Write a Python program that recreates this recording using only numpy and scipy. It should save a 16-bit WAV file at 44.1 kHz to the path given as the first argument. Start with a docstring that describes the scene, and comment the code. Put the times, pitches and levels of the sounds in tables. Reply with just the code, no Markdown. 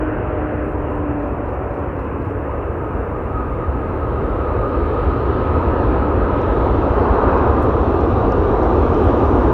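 """At an airfield's edge, a wide-body airliner touches down and rolls away along the runway.
Its exhausts rumble and roar as shaped noise, and hiss more as the nozzles turn towards the listener.
A sinking airframe tone (two sine partials) fades after touchdown and a blurred fan whine takes over.
Shutter bursts, ringing ticks, clicks and a tiny squeak sound close by, over a low far drone and faint hiss."""
import sys
import numpy as np
from scipy import signal
from scipy.fft import rfft, irfft, next_fast_len
from scipy.io import wavfile
from scipy.ndimage import uniform_filter1d, map_coordinates

SR = 44100
rng = np.random.default_rng(int(sys.argv[2]) if len(sys.argv) > 2 else 0)


def file_out(sig):
    """Save sig as 16-bit WAV at sys.argv[1]."""
    # one column per channel
    cols = np.atleast_2d(sig).T
    # limit, then scale
    lim = np.clip(cols, -1, 1)
    pcm = np.round(lim * 32767).astype(np.int16)
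    wavfile.write(sys.argv[1], SR, pcm)


N = 420273
TOP_HZ = 15700  # upper band limit
REFERENCE_DB = -23  # jet strength at which the layers it drives have their stated levels

# strength of the exhaust as it reaches the listener: (time [s], level [dB])
JET_STRENGTH = [(0, -25.5), (1.2, -26.5), (2.2, -27), (3, -26), (3.45, -27), (4, -25), (4.3, -23.5),
                (4.75, -22.5), (5.3, -21.5), (5.9, -19.5), (6.3, -20), (6.8, -19), (7.3, -17.5),
                (7.9, -18.5), (8.5, -17.5), (9.05, -16.5), (9.53, -16.5)]


def amp(db):
    """Decibels to gain."""
    return 10 ** (np.asarray(db) / 20)


def unit(x):
    """Scale to rms 1."""
    return x / np.sqrt(np.mean(x ** 2) + 1e-20)


def clock():
    """The time of every sample in seconds."""
    return np.arange(N) / SR


def curve(rows):
    """Join rows of (time, value) by straight lines, one value per sample."""
    times, values = np.transpose(rows)
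    return np.interp(clock(), times, values)


def wobble(rate):
    """A smooth random curve, rate knots a second."""
    knots = rng.standard_normal(int(N * rate / SR) + 4)
    return map_coordinates(knots, [np.arange(N) * rate / SR])


def filtered(x, response):
    """Shape x by a gain that depends on frequency."""
    size = next_fast_len(N + SR // 2)
    gain = response(np.fft.rfftfreq(size, 1 / SR))
    return irfft(rfft(x, size) * gain, size)[:N]


def turbulence(spectrum, patchy_db):
    """Coloured noise of rms 1; moving air lifts and sinks patches of it in time and frequency."""
    grains = signal.stft(rng.standard_normal(N), nperseg=1024)[2]
    patches = uniform_filter1d(rng.standard_normal(grains.shape), size=8, axis=0)
    patches = uniform_filter1d(patches, size=12, axis=1)
    noise = signal.istft(grains * amp(patchy_db * unit(patches)), nperseg=1024)[1][:N]
    corner_hz, corner_db = np.transpose(spectrum)
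    return unit(filtered(noise, lambda hz: amp(np.interp(np.log(hz + 1), np.log(corner_hz), corner_db))))


def steadied(x, seconds):
    """Noise that keeps its grain but holds an even strength over longer spans."""
    power = np.abs(uniform_filter1d(x ** 2, size=max(int(seconds * SR), 1)))
    return unit(x / np.sqrt(power + 1e-9))


def band(centre_hz, width_hz):
    """Noise of rms 1 in one resonance with steep skirts."""
    return unit(filtered(rng.standard_normal(N), lambda hz: 1 / (1 + ((hz - centre_hz) / width_hz) ** 2)))


def phase(hz):
    """Running phase of a gliding frequency."""
    return 2 * np.pi * np.cumsum(hz) / SR


def tone(hz, flutter_db):
    """A line of rms 1 whose strength flutters on its way through the air."""
    line = np.sin(phase(hz) + rng.uniform(0, 2 * np.pi))
    return unit(line * amp(flutter_db * wobble(17)))


def release(end_s):
    """Gain that holds until end_s, then dies away at 45.5 dB per second."""
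    return amp(-45.5 * np.maximum(clock() - end_s, 0))


def strikes(rows):
    """Envelope of sudden, dying blows from rows (time [s], peak [dB], t60 [s])."""
    envelope, t = np.zeros(N + SR), np.arange(SR // 5) / SR
    for s, db, t60 in rows:
        envelope[round(s * SR):][:len(t)] += amp(db - 60 * t / t60)
    return envelope[:N]


def jet_rise_db():
    """Strength of the exhaust above the reference, in dB."""
    return curve(JET_STRENGTH) - REFERENCE_DB


def exhaust():
    """One jet strength drives big eddies that rumble and smaller ones that roar and rush.

    The gap between rumble and roar is the notch left by the ground reflection.
    """
    # colours of the eddies, large to small: (frequency [Hz], relative level [dB])
    rumble_colour = [(15, -35), (28, -17), (40, -7), (52, -0.5), (65, 1), (85, -1.5), (115, -7),
                     (150, -25.5), (220, -35), (500, -82)]
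    roar_colour = [(90, -31.5), (160, -11), (230, -4), (310, -0.5), (390, -0.5), (495, -0.5), (600, -6.5),
                   (760, -14), (1100, -29), (2500, -80.5)]
    far_roar_colour = [(90, -30), (160, -11), (230, -2.5), (310, 0), (390, 1.5), (490, -1), (600, -8.5),
                       (760, -10), (1100, -29), (2500, -80.5)]
    rush_colour = [(350, -32), (600, -3.5), (780, -1.5), (970, 1), (1130, -2.5), (1300, -7), (1450, -11),
                   (1700, -23.5), (2200, -42), (4000, -92)]
    # the air briefly carries the rush better: (time [s], gain [dB], half length [s])
    rush_swells = [(2.9, 0, 0.39), (5.96, 2, 0.1), (7.301, 4, 0.45)]
    # the rumble jumps as the thrust reversers open, then settles
    reverse_s, reverse_attack_s, reverse_db, reverse_settle_s = 3.2, .2, 2.5, 3.5
    # the roar sinks in pitch as the airliner draws away
    recede_start_s, recede_s = 5.5, 3.3

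    rise_db = jet_rise_db()
    # level at the reference strength [dB] + dB gained per dB of jet strength
    rumble_level = amp(-23 + 0.78 * rise_db)
    roar_level = amp(-22.5 + rise_db)
    rush_level = amp(-29.5 + 0.88 * rise_db)

    since = np.maximum(clock() - reverse_s, 0)
    thrust_db = reverse_db * np.minimum(since / reverse_attack_s, 1) * np.exp(-since / reverse_settle_s)
    rumble_gain = rumble_level * amp(thrust_db + 0.63 * wobble(7))
    rumble = rumble_gain * steadied(turbulence(rumble_colour, patchy_db=0.0), seconds=0.28)

    far = np.clip((clock() - recede_start_s) / recede_s, 0, 1)
    near_eddies = np.sqrt(1 - far) * turbulence(roar_colour, patchy_db=1.45)
    far_eddies = np.sqrt(far) * turbulence(far_roar_colour, patchy_db=1.5)
    roar = roar_level * steadied(near_eddies + far_eddies, seconds=.18)

    swell_db = sum(db * np.exp(-((clock() - s) / half) ** 2) for s, db, half in rush_swells)
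    rush = rush_level * amp(swell_db) * turbulence(rush_colour, patchy_db=1.0)
    return rumble + roar + rush


def surges():
    """Now and then one register of the roar, a resonant band of noise, swells and sinks back."""
    # (time [s], half length [s], centre [Hz], width [Hz], level [dB])
    roar_surges = [(4.2, 0.49, 205, 45, -36.5), (4.753, 0.25, 477, 70, -30.5), (7.298, 0.54, 112, 18, -30)]
    total = np.zeros(N)
    for s, half, hz, width, db in roar_surges:
        total += amp(db) * np.exp(-((clock() - s) / half) ** 2) * band(hz, width)
    return total


def thumps():
    """A few cycles of low pressure swell and die within the rumble."""
    # (time [s], peak [dB])
    low_thumps = [(3.70, -20), (5.078, -10.5), (5.694, -13.5)]
    thump_hz, half_s = 72, 0.026
    total = np.zeros(N)
    for s, db in low_thumps:
        t = clock() - s
        bell_db = -8.7 * np.minimum((t / half_s) ** 2, 20)
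        total += amp(db + bell_db) * np.cos(2 * np.pi * thump_hz * t)
    return total


def treble():
    """The exhaust's fine eddies hiss and sizzle out of the shade as the nozzles turn to the listener."""
    # colours of the fine eddies: (frequency [Hz], relative level [dB])
    hiss_colour = [(1500, -21), (2600, 5.5), (3100, 4), (3400, 0.5), (3900, 0.5), (4250, -4.5),
                   (4600, -9.5), (5200, -15.5), (6300, -28.5), (8000, -44.5), (16000, -65.5)]
    sizzle_colour = [(3500, -30), (4900, 0), (5800, 5), (6600, -2), (7600, -7.5), (10000, -14.5),
                     (12000, -18.5), (16000, -40)]
    # the air carries the treble now better, now worse: (time [s], gain [dB])
    air_drift = [(0, 0.5), (4.3, 0.5), (4.6, -2), (5.0, 0), (5.6, 0), (6.1, -2.5), (6.6, 1), (7.3, 0),
                 (8.5, 0), (9.05, 2), (9.53, 0)]
    # the hiss opens over turn_s; the finest sizzle creeps up with a longer lag
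    turn_start_s, turn_s, sizzle_lag_s = 2.07, 3.46, 4.24
    # levels out of the shade, and the loss in full shade
    hiss_db, hiss_shade_db, sizzle_db, sizzle_shade_db = -50.5, 22.5, -56.5, 44

    since = np.maximum(clock() - turn_start_s, 0)
    hiss_shade = (1 + np.cos(np.pi * np.minimum(since / turn_s, 1))) / 2
    sizzle_shade = np.exp(-since / sizzle_lag_s)
    hiss = amp(hiss_db - hiss_shade_db * hiss_shade) * turbulence(hiss_colour, patchy_db=1.6)
    sizzle = amp(sizzle_db - sizzle_shade_db * sizzle_shade) * turbulence(sizzle_colour, patchy_db=0.5)
    return amp(curve(air_drift)) * (hiss + sizzle)


def airframe():
    """Air rushes over flaps and gear and blows a hollow tone across an opening in the wing."""
    # strength of the air rush: (time [s], relative level [dB])
    rush_strength = [(0, -39.5), (.4, -38), (.7, -41.5), (3.6, -44), (5.9, -39.5), (6.8, -40.5),
                     (7.35, -37.5), (8, -42), (9.53, -40)]
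    # colour of the air rush: (frequency [Hz], relative level [dB])
    flap_colour = [(700, -20), (1200, 2), (1600, 1.5), (1800, -3), (2100, -8), (2350, -10), (2650, -10.5),
                   (2950, -19), (3400, -33), (4500, -57), (7000, -90)]
    # the tone sinks with speed and Doppler shift: (time [s], mean frequency [Hz])
    howl_pitch = [(0, 308.7), (1.4, 289.7), (3.1, 279.3)]
    # strength of its fundamental, then of its octave: (time [s], level [dB])
    first_strength = [(0, -25.5), (.3, -34.5), (.45, -25.5), (.53, -38), (.62, -28), (.8, -33), (1, -27),
                      (1.17, -24.5), (1.32, -30), (1.43, -37), (1.82, -35.5), (2.5, -37)]
    octave_strength = [(0, -33.5), (.55, -32.5), (1, -36), (1.33, -32.5), (1.5, -43), (1.75, -32.5),
                       (2, -48)]

    hz = curve(howl_pitch) * (1 + .003 * wobble(25))
    first = amp(curve(first_strength)) * tone(hz, flutter_db=2.0)
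    octave = amp(curve(octave_strength)) * tone(2 * hz, flutter_db=1.0)
    rush = amp(curve(rush_strength) + 3.5) * turbulence(flap_colour, patchy_db=1.2)
    return release(2.7) * (first + octave) + rush


def fans():
    """Thin idle tones give way to a blade whine that the exhaust's turbulence smears into a narrow band."""
    # the idle comes and goes: (time [s], level [dB])
    idle_strength = [(0, -43), (.48, -38.5), (.7, -47), (.9, -46), (1.13, -37.5), (1.38, -45), (1.62, -37),
                     (1.8, -39), (2.05, -49), (2.7, -49), (2.92, -43), (3.2, -48)]
    # its tones: (mean frequency [Hz], level relative to the idle [dB], held until [s])
    idle_tones = [(744, 1, 3.15), (1310, -9.5, 2.1)]
    # centre of the blade whine: (time [s], frequency [Hz])
    whine_pitch = [(2.4, 1253), (2.85, 1266), (3.1, 1240), (3.37, 1256), (3.53, 1213), (3.72, 1261),
                   (4.3, 1261), (4.53, 1228), (4.9, 1247), (5.5, 1263), (6.4, 1263), (7.5, 1214),
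                   (9.53, 1192)]
    # strength of the whine, shared by core and skirt: (time [s], relative level [dB])
    whine_strength = [(0, -69), (2.1, -56), (2.4, -40), (2.7, -40), (3.0, -35.5), (3.2, -39.5),
                      (3.39, -31.5), (3.7, -35), (4.0, -38.5), (4.35, -32), (8.3, -33), (9.53, -30.5)]

    drift = 1 + 0.0038 * wobble(30)
    idle_db = curve(idle_strength)
    idle = np.zeros(N)
    for hz, db, end_s in idle_tones:
        idle += amp(idle_db + db) * release(end_s) * tone(hz * drift, flutter_db=2.0)

    # a wavering core line inside a skirt of scattered sound; the stronger the jet, the less core is left
    blade_hz = curve(whine_pitch)
    rise_db = jet_rise_db()
    core = amp(-5.5 - 0.3 * rise_db) * tone(blade_hz * (1 + .012 * wobble(45)), flutter_db=5.0)
    # a noise band made at 300 Hz is shifted up to follow the blades
    low_band = signal.hilbert(band(300, width_hz=55))
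    skirt = unit(np.real(low_band * np.exp(1j * phase(blade_hz - 300))))
    skirt_level = amp(np.minimum(0.61 * rise_db, 0))
    return idle + amp(curve(whine_strength)) * (core + skirt_level * skirt)


def shutters():
    """Two cameras fire in turn; each frame is a quick run of sharp contacts that ring the camera's body."""
    # contacts of a bright mechanism, likely a shutter firing twice: (time [s], relative level [dB])
    bright_contacts = [(.562, -58), (.643, -60), (.655, -55.5), (.681, -56.5), (.698, -57), (.721, -55.5),
                       (.819, -58.5), (.898, -58), (.913, -55), (.936, -56.5), (.954, -53.5), (.978, -57)]
    # frames in the burst of a duller shutter: (time [s], relative level [dB])
    dull_frames = [(1.195, -61.5), (1.459, -60), (1.709, -59.5), (1.965, -60), (2.221, -59.5)]
    # contacts within each dull frame: (lag [s], relative level [dB], t60 [s])
    frame_contacts = [(0, 3.5, 0.02), (.028, 5, .02), (.036, -3.5, .25), (.078, -3, .1)]
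    # ring of the two bodies: (frequency [Hz], relative level [dB])
    bright_colour = [(1500, -20), (4000, -12), (6300, -15.5), (7300, -4.5), (8100, -19), (9100, 2.5),
                     (9900, -14), (10700, -3.5), (12500, -18.5), (16000, -29.5)]
    dull_colour = [(1500, -8.5), (3300, -4), (4000, -2), (4600, -3), (5800, -3), (7000, -9), (9000, -6.5),
                   (11000, -8), (16000, -26)]

    bright_rows = [(s, db - 7.5, .04) for s, db in bright_contacts]
    dull_rows, ring_rows = [], []
    for s, db in dull_frames:
        dull_rows += [(s + lag, db + part_db - 6, t60) for lag, part_db, t60 in frame_contacts]
        # the first two contacts also ring a narrow mode of the body
        ring_rows += [(s + lag, db - 6, .045) for lag, _, _ in frame_contacts[:2]]
    bright = strikes(bright_rows) * turbulence(bright_colour, patchy_db=1.2)
    dull = strikes(dull_rows) * turbulence(dull_colour, patchy_db=0.5)
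    ring = strikes(ring_rows) * band(4000, width_hz=300)
    return bright + dull + ring


def near_ticks():
    """Close by, faint dry ticks ring the modes of a small hard part, and brighter noise clicks crack."""
    # (time [s], relative level [dB])
    tick_rows = [(6.086, -52), (6.416, -44), (7.379, -44), (7.695, -47), (8.009, -43), (8.321, -35.5),
                 (8.632, -40.5), (8.944, -41), (9.256, -44)]
    # what a tick rings with: (mean frequency [Hz], relative level [dB], t60 [s])
    tick_modes = [(4800, -9, .014), (5230, -6, .012), (5670, -4.5, .012), (6200, -7, 0.0089)]
    # (time [s], relative level [dB], t60 [s])
    click_rows = [(7.625, -32.5, .008), (7.630, -49, .04), (7.636, -46.5, .06), (7.843, -57, .03),
                  (7.94, -54, 0.023), (8.653, -53, 0.018), (9.174, -47.5, .015)]
    # (frequency [Hz], relative level [dB])
    click_colour = [(2500, -12.5), (5500, -3), (8000, -3.5), (10000, 2.5), (12000, -5), (14000, -3),
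                    (16000, -11.5)]

    ticks, t = np.zeros(N), np.arange(SR // 20) / SR
    onset = 1 - np.exp(-t / .0002)
    for s, db in tick_rows:
        ring = np.zeros(len(t))
        for hz, part_db, t60 in tick_modes:
            struck_hz = hz * rng.normal(1, .02)
            ring += amp(part_db - 60 * t / t60) * np.sin(2 * np.pi * struck_hz * t)
        ticks[round(s * SR):][:len(t)] += amp(db) * ring * onset
    clicks = amp(-9.0) * strikes(click_rows) * turbulence(click_colour, patchy_db=0.5)
    return ticks + clicks


def squeak():
    """Something near the microphone slips in a quick, slowing run; only the high overtones sound."""
    centre_s, half_s, level_db = 9.045, .011, -60
    slip_hz, sag_hz_per_s, lowest_hz = 800, 900, 6800
    # time from the middle of the squeak, held still well outside it
    t = np.clip(clock() - centre_s, -4 * half_s, 4 * half_s)
    slips = phase(slip_hz - sag_hz_per_s * t)
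    overtones = np.arange(np.ceil(lowest_hz / slip_hz), TOP_HZ / slip_hz)
    buzz = unit(sum(np.sin(k * slips + rng.uniform(0, 2 * np.pi)) for k in overtones))
    return amp(level_db) * np.exp(-(t / half_s) ** 2) * buzz


def airfield():
    """Far traffic drones underneath as steady low noise, whatever the airliner does."""
    # (frequency [Hz], relative level [dB])
    drone_colour = [(50, -29.5), (100, -4), (135, -2), (170, -9), (260, -26.5), (1000, -90)]
    return amp(-34.0) * turbulence(drone_colour, patchy_db=0.9)


def background_hiss():
    """Faint noise, nearly flat across the spectrum, lies under everything."""
    # (time [s], level [dB])
    hiss_strength = [(0, -74.5), (1, -73), (3, -70), (4.8, -68.5), (8, -74), (9.53, -69.5)]
    # (frequency [Hz], relative level [dB])
    floor_colour = [(20, 2.5), (4000, -1.5), (9000, 0.5), (13000, -0.5), (16000, -2.5)]
    return amp(curve(hiss_strength)) * turbulence(floor_colour, patchy_db=0.5)


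def scene():
    """The airliner, the small sounds near the microphone and the airfield, in mono."""
    airliner = exhaust() + surges() + thumps() + treble() + airframe() + fans()
    close_by = shutters() + near_ticks() + squeak()
    background = airfield() + background_hiss()
    return (airliner + close_by + background)[None]


def record(dry):
    """The microphone's channel passes nothing above its band limit."""
    return np.array([filtered(channel, lambda hz: hz < TOP_HZ) for channel in dry])


dry = scene()
out = record(dry)
file_out(out)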